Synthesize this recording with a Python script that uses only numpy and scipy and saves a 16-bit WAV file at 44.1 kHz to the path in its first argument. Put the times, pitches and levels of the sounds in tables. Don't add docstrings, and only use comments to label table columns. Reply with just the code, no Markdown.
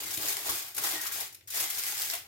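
import sys
import numpy as np
from scipy import signal
from scipy.fft import rfft, irfft
from scipy.io import wavfile

SR = 44100
rng = np.random.default_rng(int(sys.argv[2]) if len(sys.argv) > 2 else 0)


def generate_wav(sig):
    pcm = np.round(np.clip(np.atleast_2d(sig).T, -1, 1) * 32767).astype(np.int16)
    wavfile.write(sys.argv[1], SR, pcm)


N = 100239

# pitch_hz, level_db
RUMBLE_TONE = [(25, -39), (55, -11.5), (98, 5.5), (140, -5.5), (200, -14.5), (320, -8), (1100, -26),
               (2200, -28), (5000, -26), (16000, -33)]
# pitch_hz, level_db
ECHO_TONE = [(60, -7.5), (300, -3), (1100, -1), (2200, 4), (16000, -2.5)]
# peak_s, level_db, half_length_s
SHEET_SWINGS = [(0.023, -55, 0.11), (0.197, -51, 0.013), (0.273, -55, 0.052), (0.52, -51, 0.028),
                (0.813, -56, 0.021), (1.167, -62, 0.043), (1.57, -63.5, 0.041)]
# pitch_hz, level_db
AIR_TONE = [(30, -15), (100, 5), (220, -5.5), (320, 6.5), (420, 4.5), (2000, -39)]
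# start_s, level_db, extra_bass_db
DISH_BUMPS = [(0.172, -45.5, 5.5), (0.463, -63, -5), (0.499, -49.5, 9.5), (0.841, -48.5, -15),
              (0.934, -46.5, -19), (1.569, -53.5, -8)]
# pitch_hz, level_db, fade_s (a fade is the time to fall by 60 dB)
DISH_NOTES = [(93, -5.5, 0.2), (131, 0.5, 0.043), (306.6, -1.5, 0.37), (342, 0, 0.12), (644, -7.5, 0.53)]
# start_s, level_db
RIM_TAPS = [(0.947, -44)]
# pitch_hz, level_db, fade_s
RIM_NOTES = [(1879, 2, .5), (1945, 4, .11)]
# start_s, pitch_hz, level_db, fade_s
RIM_SCRAPES = [(0.999, 1760, -44.5, 0.33), (1.054, 1250, -40.5, 0.18), (1.409, 2070, -58.5, 0.061),
               (2.136, 750, -41, 0.13)]
# start_s, pitch_hz, level_db
PANEL_POPS = [(0.496, 1110, -35.5), (0.78, 1950, -36), (0.844, 1430, -36), (0.866, 1630, -35),
              (1.058, 1700, -35.5), (1.115, 1590, -38), (1.41, 2900, -57.5), (2.099, 5800, -30.5),
              (2.135, 2680, -33.5)]
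# pitch_hz, level_db
PANEL_TONE = [(40, -22.5), (90, -11.5), (160, -2.5), (250, -17), (305, 2.5), (480, 1), (780, 8),
              (1400, -2.5), (2200, -11), (4000, -1), (9000, -31)]
# pitch_hz, level_db
PANEL_WIDTH = [(100, -27), (330, -10), (700, -6.5), (1300, 3.5)]
# time_s, crinkle_db, panel_db
LIFTING = [(0, -37, -51), (.05, -41.5, -54), (.145, -38.5, -53), (.165, -47.5, -54.5), (.2, -37.5, -54.5),
           (.243, -35.5, -45), (.305, -33.5, -50), (.355, -44, -50.5), (.385, -39, -49.5),
           (.435, -43, -52.5), (.468, -34, -44), (.505, -40.5, -43), (.55, -37.5, -52.5),
           (.615, -41.5, -54), (.68, -47.5, -60), (.74, -58, -68)]
# time_s, crinkle_db, panel_db
FOLDING = [(0.759, -42, -58.5), (0.784, -40, -45.5), (.815, -40.5, -49), (.85, -33.5, -43),
           (.89, -34.5, -48), (0.947, -37, -44.5), (.995, -41.5, -53), (1.06, -39.5, -55),
           (1.1, -45.5, -54.5), (1.14, -36, -55), (1.175, -39.5, -50.5), (1.234, -40, -49),
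           (1.279, -51.5, -66), (1.31, -71, -81), (1.37, -71, -95), (1.465, -81, -94)]
# time_s, crinkle_db, panel_db
PATTING = [(1.479, -56, -76.5), (1.529, -38.5, -57.5), (1.565, -35.5, -48), (1.636, -34.5, -48),
           (1.681, -41.5, -57), (1.785, -37, -53), (1.823, -39.5, -56.5), (1.89, -36.5, -49.5),
           (1.939, -39, -55.5), (2.01, -35.5, -51.5), (2.05, -36.5, -55.5), (2.078, -40.5, -60.5),
           (2.135, -39.5, -49), (2.18, -46.5, -59), (2.27, -73, -71.5)]
# start_s, level_db, rough_length_s
FOLD_RUNS = [(0.105, -31, 0.0075), (0.135, -31.5, 0.014), (0.172, -25, 0.0035), (0.211, -35, 0.011),
             (0.281, -26.5, 0.012), (0.318, -30, 0.013), (0.489, -26, 0.015), (0.746, -34.5, 0.0056),
             (0.765, -29, 0.0038), (0.778, -25.5, 0.0064), (0.835, -24, 0.0087), (0.867, -27.5, .005),
             (1.011, -29.5, 0.0067), (1.061, -29.5, .009), (1.117, -31, 0.01), (1.141, -34, 0.0072),
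             (1.201, -30.5, .008), (1.324, -45, 0.0066), (1.345, -39, 0.0043), (1.473, -40, 0.0091),
             (1.502, -32, 0.0072), (1.543, -31, 0.015), (1.567, -28.5, 0.0077), (1.598, -25, 0.0084),
             (1.700, -26.5, 0.0073), (1.782, -27.5, 0.0071), (1.800, -36, 0.0059), (2.015, -27, 0.0055),
             (2.109, -27.5, 0.0031), (2.135, -28, 0.0044), (2.150, -28, 0.0035)]
# pitch_hz, level_db
FOLD_BRIGHTNESS = [(2500, -3), (12000, 2)]
# start_s, level_db
LONE_SNAPS = [(0.369, -5), (0.898, -13), (1.837, -6.5), (2.0206, -10), (2.1003, -7.5)]
# pitch_hz, level_db
CRINKLE_TONE = [(300, -28.5), (800, -15), (1500, -3.5), (2200, -2.5), (8000, 0), (16000, -0.5)]
# pitch_hz, left_db, right_db
MIC_TONE = [(100, -1, 0), (400, 1.5, -2.5), (1000, 0, -2.5), (1900, 1, -2), (3500, .5, -1), (5000, -1, .5),
            (6500, -.5, 2.2), (8800, 1.8, -1.2), (9800, 1, -7.3), (10700, 3, -5.8), (11500, 5, -2.3),
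            (12900, 4.5, -.3), (14500, .8, 0), (15800, -1, 0)]

RUMBLE_DB, TOP_HZ = -67.5, 15850
ECHO_DB, ECHO_FADE_S, ECHO_TREBLE_FADE_S, ECHO_GAP_S = -4, 0.36, 0.3, 0.0028
PATCHES_IN_PLAY, PATCHES_PER_S, PATCH_RISE_S = 16, 380, .0002
BUSY_DB = -38.5
FLEXES_PER_S, CREASES_PER_S = 1200, 2200
PANEL_DB, CREASE_DB, FOLD_DB, SNAP_DB = 0.5, 3, -2, -2.5
BOUNCE_DB, BOUNCE_MAX_DELAY_S, BOUNCE_MOVES_PER_S = -14, .0012, 14


def gain(db):
    return 10 ** (np.asarray(db) / 20)


def unit_energy(x):
    return x / np.sqrt(np.sum(x ** 2, axis=-1, keepdims=True))


def prompt_filter(db):
    cepstrum = irfft(np.log(gain(db)))
    half = len(cepstrum) // 2
    cepstrum[1:half] *= 2
    cepstrum[half + 1:] = 0
    return irfft(np.exp(rfft(cepstrum)))


def tone(points, size=4096):
    hz, db = np.array(points, float).T
    grid_hz = np.linspace(1, SR / 2, size + 1)
    return prompt_filter(np.interp(np.log(grid_hz), np.log(hz), db))


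def through(x, response):
    return signal.fftconvolve(np.atleast_2d(x), np.atleast_2d(response), axes=1)[:, :N]


def room_rumble():
    noise = rng.standard_normal(N) + 0.37 * rng.standard_normal((2, N))
    return gain(RUMBLE_DB) * through(noise, unit_energy(tone(RUMBLE_TONE)))


def reflections(split_hz=4500):
    age = np.arange(SR // 2) / SR
    tail = 0
    for band, fade_s in (("low", ECHO_FADE_S), ("high", ECHO_TREBLE_FADE_S)):
        band_filter = signal.butter(2, split_hz, band, fs=SR, output="sos")
        noise = signal.sosfilt(band_filter, rng.standard_normal((2, len(age))))
        tail = tail + noise * gain(-60 * age / fade_s)
    return unit_energy(through(tail * (age > ECHO_GAP_S), tone(ECHO_TONE)))


def add_kitchen_echo(x, spots=4, hop_s=.012):
    hop = np.arange(N) / SR / hop_s
    shares = [np.maximum(1 - abs((hop - k) % spots - 1), 0) for k in range(spots)]
    return x + gain(ECHO_DB) * sum(through(x * share, reflections()) for share in shares)


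def air_puffs():
    t = np.arange(N) / SR
    swing = sum(gain(db) * np.exp(-.5 * ((t - peak) / width) ** 2) for peak, db, width in SHEET_SWINGS)
    return swing * through(rng.standard_normal(N), unit_energy(tone(AIR_TONE)))


def struck(start, notes, rise_s):
    age = np.maximum(np.arange(N) / SR - start, 0)
    ring = sum(gain(db - 60 * age / fade_s) * np.sin(2 * np.pi * (hz * age + rng.random()))
               for hz, db, fade_s in notes)
    return ring * (1 - np.exp(-age / rise_s))


def dish_knocks(bass_below_hz=200):
    knocks = 0
    for start, db, bass_db in DISH_BUMPS:
        notes = [(hz, level + bass_db * (hz < bass_below_hz), fade) for hz, level, fade in DISH_NOTES]
        knocks = knocks + gain(db) * struck(start, notes, rise_s=0.0026)
    return knocks


def rim_tap():
    return sum(gain(db) * struck(start, RIM_NOTES, rise_s=0.00062) for start, db in RIM_TAPS)


def burst(start, hz, db, fade_s, width):
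    age = np.maximum(np.arange(N) / SR - start, 0)
    band = signal.butter(2, [hz * (1 - width), hz * (1 + width)], "band", fs=SR, output="sos")
    rough = signal.sosfilt(band, rng.standard_normal((2, N)))
    return rough / rough.std() * gain(db - 60 * age / fade_s) * (age > 0)


def rim_scrapes():
    return sum(burst(start, hz, db, fade_s, width=.15) for start, hz, db, fade_s in RIM_SCRAPES)


def panel_pops():
    return sum(burst(start, hz, db, fade_s=.055, width=.38) for start, hz, db in PANEL_POPS)


def foil_patch(ring_s, crack, alike, uneven_db, size=1024, tone_points=40):
    age = np.arange(size) / SR
    noise = rng.standard_normal((2, size)) + alike * rng.standard_normal(size)
    rise = 1 - np.exp(-(age + 1 / SR) / PATCH_RISE_S)
    decay_s = ring_s * np.exp(rng.uniform(-0.25, 1) / 2)
    ring = unit_energy(noise * rise * np.exp(-age / decay_s))
    ring[[0, 1], rng.choice(6, 2)] += crack
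    pitches = np.linspace(0, 1, tone_points) ** 2
    levels_db = uneven_db * rng.standard_normal(tone_points)
    own_tone = prompt_filter(np.interp(np.linspace(0, 1, size // 2 + 1), pitches, levels_db))
    return unit_energy(signal.fftconvolve(ring, own_tone[None]))


def buckle(times, sizes, patches, **patch_settings):
    sound = 0
    chosen = (np.arange(len(times)) % PATCHES_IN_PLAY + (times * PATCHES_PER_S).astype(int)) % patches
    samples = np.clip(times * SR, 0, N - 1).astype(int)
    for k in range(patches):
        clicks = np.zeros(N)
        np.add.at(clicks, samples[chosen == k], sizes[chosen == k])
        sound = sound + signal.oaconvolve(clicks[None], foil_patch(**patch_settings), axes=1)[:, :N]
    return sound


def random_clicks(time_s, level_db, per_s, spread_db, slots=16000):
    times = (np.arange(slots) + rng.random(slots)) / slots * N / SR
    db = np.interp(times, time_s, level_db)
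    rate = per_s * gain(db - BUSY_DB) ** .6
    chance = np.clip(rate * N / SR / slots, 0, 1)
    sizes = gain(spread_db * np.minimum(rng.exponential(size=slots), 3))
    sizes *= rng.choice([-1, 1], slots) / np.sqrt(np.mean(sizes ** 2))
    happens = rng.random(slots) < chance
    return times, sizes * happens * gain(db) * np.sqrt(N / slots / chance)


def panel_rattle(time_s, level_db):
    times, sizes = random_clicks(time_s, level_db, FLEXES_PER_S, spread_db=1)
    middle, side = buckle(times, sizes * gain(PANEL_DB), patches=16,
                          ring_s=0.0027, crack=0.27, alike=0, uneven_db=3)
    side = through(side, tone(PANEL_WIDTH))
    return through(middle + side * np.array([[1], [-1]]), unit_energy(tone(PANEL_TONE)))


def lone_snaps():
    times, db = np.array(LONE_SNAPS).T
    return buckle(times, gain(db + SNAP_DB), patches=5, ring_s=.0009, crack=.8, alike=.3, uneven_db=3)


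def folds_giving_way(clicks=32):
    times, sizes = [], []
    for start, db, length_s in FOLD_RUNS:
        progress = (np.arange(clicks) + rng.random(clicks)) / (clicks + 1)
        times.append(start + length_s * (-np.log(1 - progress)) ** .7)
        size = unit_energy(rng.choice([-1, 1], clicks) * gain(0.83 * rng.standard_normal(clicks)))
        sizes.append(size * gain(db + FOLD_DB) * np.sqrt(length_s * SR))
    runs = buckle(np.concatenate(times), np.concatenate(sizes), patches=28,
                  ring_s=0.0023, crack=0.56, alike=0.14, uneven_db=6.0)
    return through(runs, tone(FOLD_BRIGHTNESS))


def tiny_creases(time_s, level_db):
    times, sizes = random_clicks(time_s, level_db, CREASES_PER_S, spread_db=4)
    return buckle(times, sizes * gain(CREASE_DB), patches=56,
                  ring_s=0.0027, crack=0.41, alike=0.2, uneven_db=4.5)


def add_sheet_bounce(x):
    samples = np.arange(N)
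    turns = np.arange(0, N + SR, SR / BOUNCE_MOVES_PER_S)
    delay = np.interp(samples, turns, rng.random(len(turns))) * BOUNCE_MAX_DELAY_S * SR
    mirrored = np.array([np.interp(samples - delay, samples, channel) for channel in x])
    return x + gain(BOUNCE_DB) * mirrored


def crinkle(time_s, level_db):
    crackle = tiny_creases(time_s, level_db) + folds_giving_way() + lone_snaps()
    return add_sheet_bounce(through(crackle, unit_energy(tone(CRINKLE_TONE))))


def scene():
    time_s, crinkle_db, panel_db = np.vstack([LIFTING, FOLDING, PATTING]).T
    foil = crinkle(time_s, crinkle_db) + panel_rattle(time_s, panel_db) + panel_pops()
    rim = rim_tap() + rim_scrapes()
    return add_kitchen_echo(foil + rim) + dish_knocks() + air_puffs() + room_rumble()


def record(dry):
    mic = np.array(MIC_TONE)
    left, right = tone(mic[:, [0, 1]]), tone(mic[:, [0, 2]])
    treble_cut = signal.ellip(12, .1, 80, TOP_HZ, fs=SR, output="sos")
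    return signal.sosfilt(treble_cut, through(dry, np.array([left, right])))


dry = scene()
out = record(dry)
generate_wav(out)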